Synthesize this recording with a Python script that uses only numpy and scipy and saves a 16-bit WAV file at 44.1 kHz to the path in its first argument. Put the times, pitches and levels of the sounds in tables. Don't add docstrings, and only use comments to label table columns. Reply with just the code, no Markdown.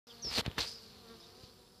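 import sys
import numpy as np
from scipy import signal
from scipy.fft import rfft, irfft
from scipy.io import wavfile
from scipy.ndimage import uniform_filter1d

SR = 44100
rng = np.random.default_rng(int(sys.argv[2]) if len(sys.argv) > 2 else 0)


def materialize(psi):
    bounded = np.clip(np.atleast_2d(psi).T, -1, 1)
    quanta = np.round(bounded * 32767).astype(np.int16)
    wavfile.write(sys.argv[1], SR, quanta)


N = 79380
TIME, FREQ_HZ = np.arange(N) / SR, np.fft.rfftfreq(N, 1 / SR)


def amp(db):
    return 10 ** (np.asarray(db) / 20)


def unit(x):
    return x / np.sqrt(np.mean(x ** 2) + 1e-20)


def curves(table):
    times, *columns = np.transpose(table)
    return [np.interp(TIME, times, column) for column in columns]


def equalise(x, spectrum):
    hz, db = np.transpose(spectrum)
    return irfft(rfft(x) * amp(np.interp(np.log(FREQ_HZ + 1), np.log(hz), db)), N)


def colour(x, spectrum):
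    return unit(equalise(x, spectrum))


def drift(rate_hz):
    lowpass = (FREQ_HZ > 0) / (1 + (FREQ_HZ / rate_hz) ** 4)
    return unit(irfft(rfft(rng.standard_normal(N)) * lowpass, N))


def resonate(x, hz, width_hz):
    carrier = np.exp(2j * np.pi * np.cumsum(hz * np.ones(N)) / SR)
    pole = np.exp(-np.pi * width_hz / SR)
    baseband = signal.lfilter([1], [1, -2 * pole, pole * pole], x / carrier)
    return unit((carrier * baseband).real)


def tone(hz):
    return np.sqrt(2) * np.sin(2 * np.pi * np.cumsum(hz) / SR)


def bee(hz, db, buzz, harmonics=26, waver=.00926, waver_hz=17.6, flutter_db=1.5):
    beats = np.cumsum(hz * (1 + waver * drift(waver_hz))) / SR
    numbers, levels_db = np.transpose(buzz)
    wings = np.zeros(N)
    for k in range(1, harmonics + 1):
        gain = amp(np.interp(k, numbers, levels_db) + flutter_db * drift(9.7))
        wings += gain * np.cos(2 * np.pi * (k * beats + rng.random()))
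    return amp(db) * unit(wings)


# (time [s], wingbeat [Hz], level [dB])
MID_FLIGHT = [(.07, 231.6, -60.5), (.27, 232.1, -65.5), (.5, 228.5, -65), (.7, 230.3, -63), (.86, 224, -65),
              (1.03, 225, -73), (1.11, 228.4, -52.5), (1.16, 228.7, -56.5), (1.2, 225.3, -67.5),
              (1.46, 224.8, -67.5), (1.57, 230, -74), (1.69, 218.8, -82), (1.8, 230, -70)]
HIGH_FLIGHT = [(0.069, 246.8, -72), (0.199, 235.3, -61), (.55, 240.3, -52.5), (.82, 233.5, -78),
               (.97, 248, -65), (1.05, 234, -63.5), (1.12, 227, -66), (1.22, 235.6, -73.5),
               (1.301, 249, -65.5), (1.46, 251.5, -66), (1.54, 247, -70), (1.66, 241, -71.5),
               (1.78, 244.8, -76)]
LOW_FLIGHT = [(.07, 205.8, -70.5), (0.651, 201.8, -79), (.8, 195, -81), (.91, 198, -71.5), (1.1, 186, -67),
              (1.2, 170.5, -63), (1.31, 176.1, -67), (1.41, 189.8, -69), (1.52, 180, -72),
              (1.79, 191.4, -69.5)]
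# (harmonic [number], relative level [dB])
MID_BUZZ = [(1, -3.5), (2, 1.5), (3, -17.5), (4, -14.5), (5, -10.5), (6, -13.5), (7, -14), (10, -27.5),
            (17, -15.5), (26, -26)]
HIGH_BUZZ = [(1, -1), (2, 2), (3, -4), (4, -5.5), (5, -7.5), (7, -18.5), (10, -17.5), (17, -43), (26, -31)]
LOW_BUZZ = [(1, -2.5), (2, 1), (3, -12.5), (4, -4), (5, -13.5), (7, -7.5), (11, -37.5), (26, -20)]


def near_bees():
    bees = [(MID_FLIGHT, MID_BUZZ), (HIGH_FLIGHT, HIGH_BUZZ), (LOW_FLIGHT, LOW_BUZZ)]
    return sum(bee(*curves(flight), buzz) for flight, buzz in bees)


# (harmonic [number], relative level [dB])
SWARM_BUZZ = [(1, -0.5), (2, -0.5), (3, -12.5), (5, -8), (9, -15.5)]


def swarm(count=4, wingbeat_hz=211.4, spread=.12, level_db=-71):
    hum = np.zeros(N)
    for _ in range(count):
        hz = wingbeat_hz * (1 + spread * rng.uniform(-1.1, 1) + .025 * drift(3.07))
        hum += bee(hz, 3 * drift(1.45), SWARM_BUZZ, harmonics=9)
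    return amp(level_db) * unit(hum)


def slips(rate_per_s=3500, clump_db=2.6):
    size_db = np.minimum(rng.exponential(1, N), 4)
    grains = unit(amp(size_db) * rng.choice([-1, 1], N) * (rng.random(N) < rate_per_s / SR))
    return (grains + rng.standard_normal(N)) * amp(clump_db * drift(290))


# (time [s], scrape level [dB], gap level [dB], gap pitch [Hz])
STROKE = [(.07, -68, -61, 5060), (.21, -65, -61, 4260), (.24, -70, -58, 4870), (.25, -58.5, -46.5, 4770),
          (.275, -54.5, -53, 4490), (.315, -46, -45.5, 4740), (.355, -43, -36, 4330),
          (.38, -34, -34.5, 4170), (.4, -31, -39, 4070), (.412, -41.5, -42, 3750), (.418, -83, -65, 3886),
          (.57, -64, -62.5, 3800), (.5815, -49, -48, 3890), (.583, -32.5, -40, 3700),
          (.608, -40, -34.5, 4360), (.63, -42.5, -41, 4150), (.655, -49.5, -45, 4600),
          (.675, -55, -43.5, 4800), (.76, -62, -50, 4940), (.81, -67, -56.5, 4700),
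          (.9, -68.5, -59.5, 4350), (1.1, -65.5, -64.5, 4300), (1.23, -67.5, -61, 4593),
          (1.38, -69, -63.5, 4660), (1.44, -66.5, -58.5, 4400), (1.51, -73, -67, 4608),
          (1.72, -75, -70.5, 4650), (1.8, -82, -66, 4800)]
# (time [s], narrow ring's power share [0-1])
GAP_SHARPNESS = [(.25, 0.51), (.35, 0.49), (.39, .1), (.59, 0.033), (.67, 0.56), (.77, 1), (.9, 0.19)]
# (time [s], level [dB])
FIZZ_DB = [(.25, -86), (.33, -58), (.4, -50), (.415, -90), (.58, -83), (.59, -61), (.69, -58.5), (.75, -73),
           (.8, -88), (.83, -67.5), (.87, -84), (1.8, -78.5)]
DULL_DB = [(.41, -65), (.428, -58.5), (.445, -54.5), (.462, -41), (.482, -51), (.505, -57), (.53, -60),
           (.56, -62), (.585, -46), (.6, -80)]
RUMBLE_DB = [(.22, -76), (.25, -39.5), (.3, -51), (.355, -58), (.395, -79), (.42, -46.5), (.45, -69),
             (.5, -48.5), (.55, -60.5), (.59, -41.5), (.64, -61), (.8, -64.5)]
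# (frequency [Hz], relative density [dB])
SCRAPE_EQ = [(25, -11), (60, 14.5), (130, -7.5), (400, 0), (900, 1.5), (1900, -1), (3000, 1.5), (4400, 0.5),
             (5500, -6), (7500, -13), (9500, -20), (11500, -19.5), (13500, -14), (15000, -31)]
FIZZ_EQ = [(4000, -26), (6500, 3), (9000, 8), (11000, -2), (14000, -7)]
DULL_EQ = [(100, 3), (800, 6), (1900, 3), (2700, -1), (3800, 5), (4700, -10), (6200, -18), (14000, -38)]
RUMBLE_EQ = [(20, -33), (45, 6), (65, 4.5), (125, -10.5), (250, -11), (500, -10), (1200, -50), (4000, -65)]
COVER_S, UNCOVER_S = .415, .581
COVERED = (TIME > COVER_S) & (TIME < UNCOVER_S)


def rubbing(wide_hz=1860, narrow_hz=710):
    scrape_db, gap_db, gap_hz = curves(STROKE)
    scrape = amp(scrape_db) * colour(slips(), SCRAPE_EQ)
    fizz = amp(curves(FIZZ_DB)[0]) * colour(slips(), FIZZ_EQ)
    sharpness = curves(GAP_SHARPNESS)[0]
    wide_ring = np.sqrt(1 - sharpness) * resonate(slips(), gap_hz, wide_hz)
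    narrow_ring = np.sqrt(sharpness) * resonate(slips(), gap_hz, narrow_hz)
    dull = amp(curves(DULL_DB)[0]) * colour(slips(), DULL_EQ) * COVERED
    rumble = amp(curves(RUMBLE_DB)[0]) * colour(rng.standard_normal(N), RUMBLE_EQ)
    return scrape + fizz + amp(gap_db) * (wide_ring + narrow_ring) + dull + rumble


# (time [s], pitch [Hz], level [dB])
SQUEAK_GLIDE = [(.217, 6010, -79), (.223, 6370, -50.5), (.23, 5720, -44.5), (.252, 5380, -39.5),
                (.286, 5200, -39), (.3, 5120, -44), (.33, 4720, -54), (.355, 4400, -39), (.372, 4116, -39)]


def squeak(trill_hz=183, swing_hz=102, jitter_hz=88.7, depth=.19):
    hz, db = curves(SQUEAK_GLIDE)
    trill = np.sin(2 * np.pi * trill_hz * TIME)
    sounding = (TIME > SQUEAK_GLIDE[0][0]) & (TIME < SQUEAK_GLIDE[-1][0])
    envelope = sounding * amp(db) * (1 + depth * trill)
    return envelope * tone(hz + swing_hz * trill + jitter_hz * drift(442))


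# (time [s], level [dB], ring [Hz], decay [s], snap to ring [ratio])
SKIN_TICKS = [(0.4624, -22.5, 2850, 0.00047, .35), (0.4641, -30, 4300, 0.001, 0.55),
              (0.5149, -35, 3020, 0.00055, 0.41), (0.582, -21, 1820, 0.00051, 0.68)]
# (time [s], level [dB], time constant [s])
AIR_PUSHES = [(0.3775, -23, 0.00028), (0.3851, -22.5, 0.00057), (0.394, -24, 0.00096),
              (0.4634, -27, 0.00127), (0.479, -19.5, 0.002), (0.5809, -24, 0.00042), (1.436, -37, 0.0025)]


def bumps(snap_s=.00007):
    out = np.zeros(N)
    for start_s, db, hz, decay_s, snap_ratio in SKIN_TICKS:
        age_s = np.maximum(TIME - start_s, 0)
        ring = np.exp(-age_s / decay_s) * np.sin(2 * np.pi * hz * age_s)
        snap = age_s / snap_s * np.exp(1 - age_s / snap_s)
        out += amp(db) * (ring + snap_ratio * snap)
    for start_s, db, tau_s in AIR_PUSHES:
        age = np.maximum(TIME - start_s, 0) / tau_s
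        out += amp(db) * np.pi * age * (1 - age / 2) * np.exp(-age)
    return out


# (time [s], length [s], start pitch [Hz], end pitch [Hz], level [dB])
BIRD_CHIRPS = [(0.085, 0.047, 3660, 2970, -55.5), (1.196, 0.026, 5200, 4940, -58),
               (1.204, 0.072, 3850, 3650, -61.5), (1.474, .035, 4400, 4103, -65),
               (1.601, 0.022, 3850, 3930, -67), (1.645, .045, 3575, 3710, -74)]


def birds(blur_hz=147):
    out = np.zeros(N)
    for start_s, length_s, from_hz, to_hz, db in BIRD_CHIRPS:
        progress = np.clip((TIME - start_s) / length_s, 0, 1)
        hz = from_hz + (to_hz - from_hz) * progress + blur_hz * drift(500)
        out += amp(db) * np.sin(np.pi * progress) * tone(hz)
    return out


# (time [s], level [dB])
WASH_DB = [(.07, -61), (.8, -61.5), (1.42, -64.5), (1.55, -65), (1.8, -68)]
# (frequency [Hz], relative density [dB])
WASH_EQ = [(20, -7), (40, 14), (65, -0.5), (120, 7), (300, -7.5), (550, -9.5), (1000, -9.5), (2200, -19.5),
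           (4000, -8.5), (7000, -21), (11000, -22), (14500, -15.5)]
# (centre [Hz], width [Hz], level [dB])
WHINES = [(5180, 66, -75.5), (7520, 240, -83.5), (10040, 250, -79), (13600, 200, -84)]


def air():
    wash = amp(curves(WASH_DB)[0]) * colour(rng.standard_normal(N), WASH_EQ)
    hiss = sum(amp(db) * resonate(rng.standard_normal(N), hz, width_hz) for hz, width_hz, db in WHINES)
    return wash + hiss


# (frequency [Hz], gain [dB])
SIDE_EQ = [(3000, -76), (4200, -56), (5500, -24), (7000, -3), (9000, -4.5), (11000, 0), (13500, -9)]


def scene(cover_db=-14.5, air_side_db=-11.5, rub_side_db=-1):
    cover_gain = amp(cover_db * uniform_filter1d(1. * COVERED, size=200))
    outside = near_bees() + swarm() + birds()
    mid = outside * cover_gain + air() + rubbing() + squeak() + bumps()
    side = equalise(amp(air_side_db) * air() + amp(rub_side_db) * rubbing(), SIDE_EQ)
    return np.array([mid + side, mid - side])


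def record(dry, open_s=.069, low_cut_hz=81, high_cut_hz=14330):
    opened = dry * np.clip((TIME - open_s) / .001, 0, 1)
    low_cut = signal.butter(2, low_cut_hz, "high", fs=SR, output="sos")
    high_cut = signal.firwin(511, high_cut_hz, window=("kaiser", 9), fs=SR)
    return signal.oaconvolve(signal.sosfilt(low_cut, opened), high_cut[None], "same")


dry = scene()
out = record(dry)
materialize(out)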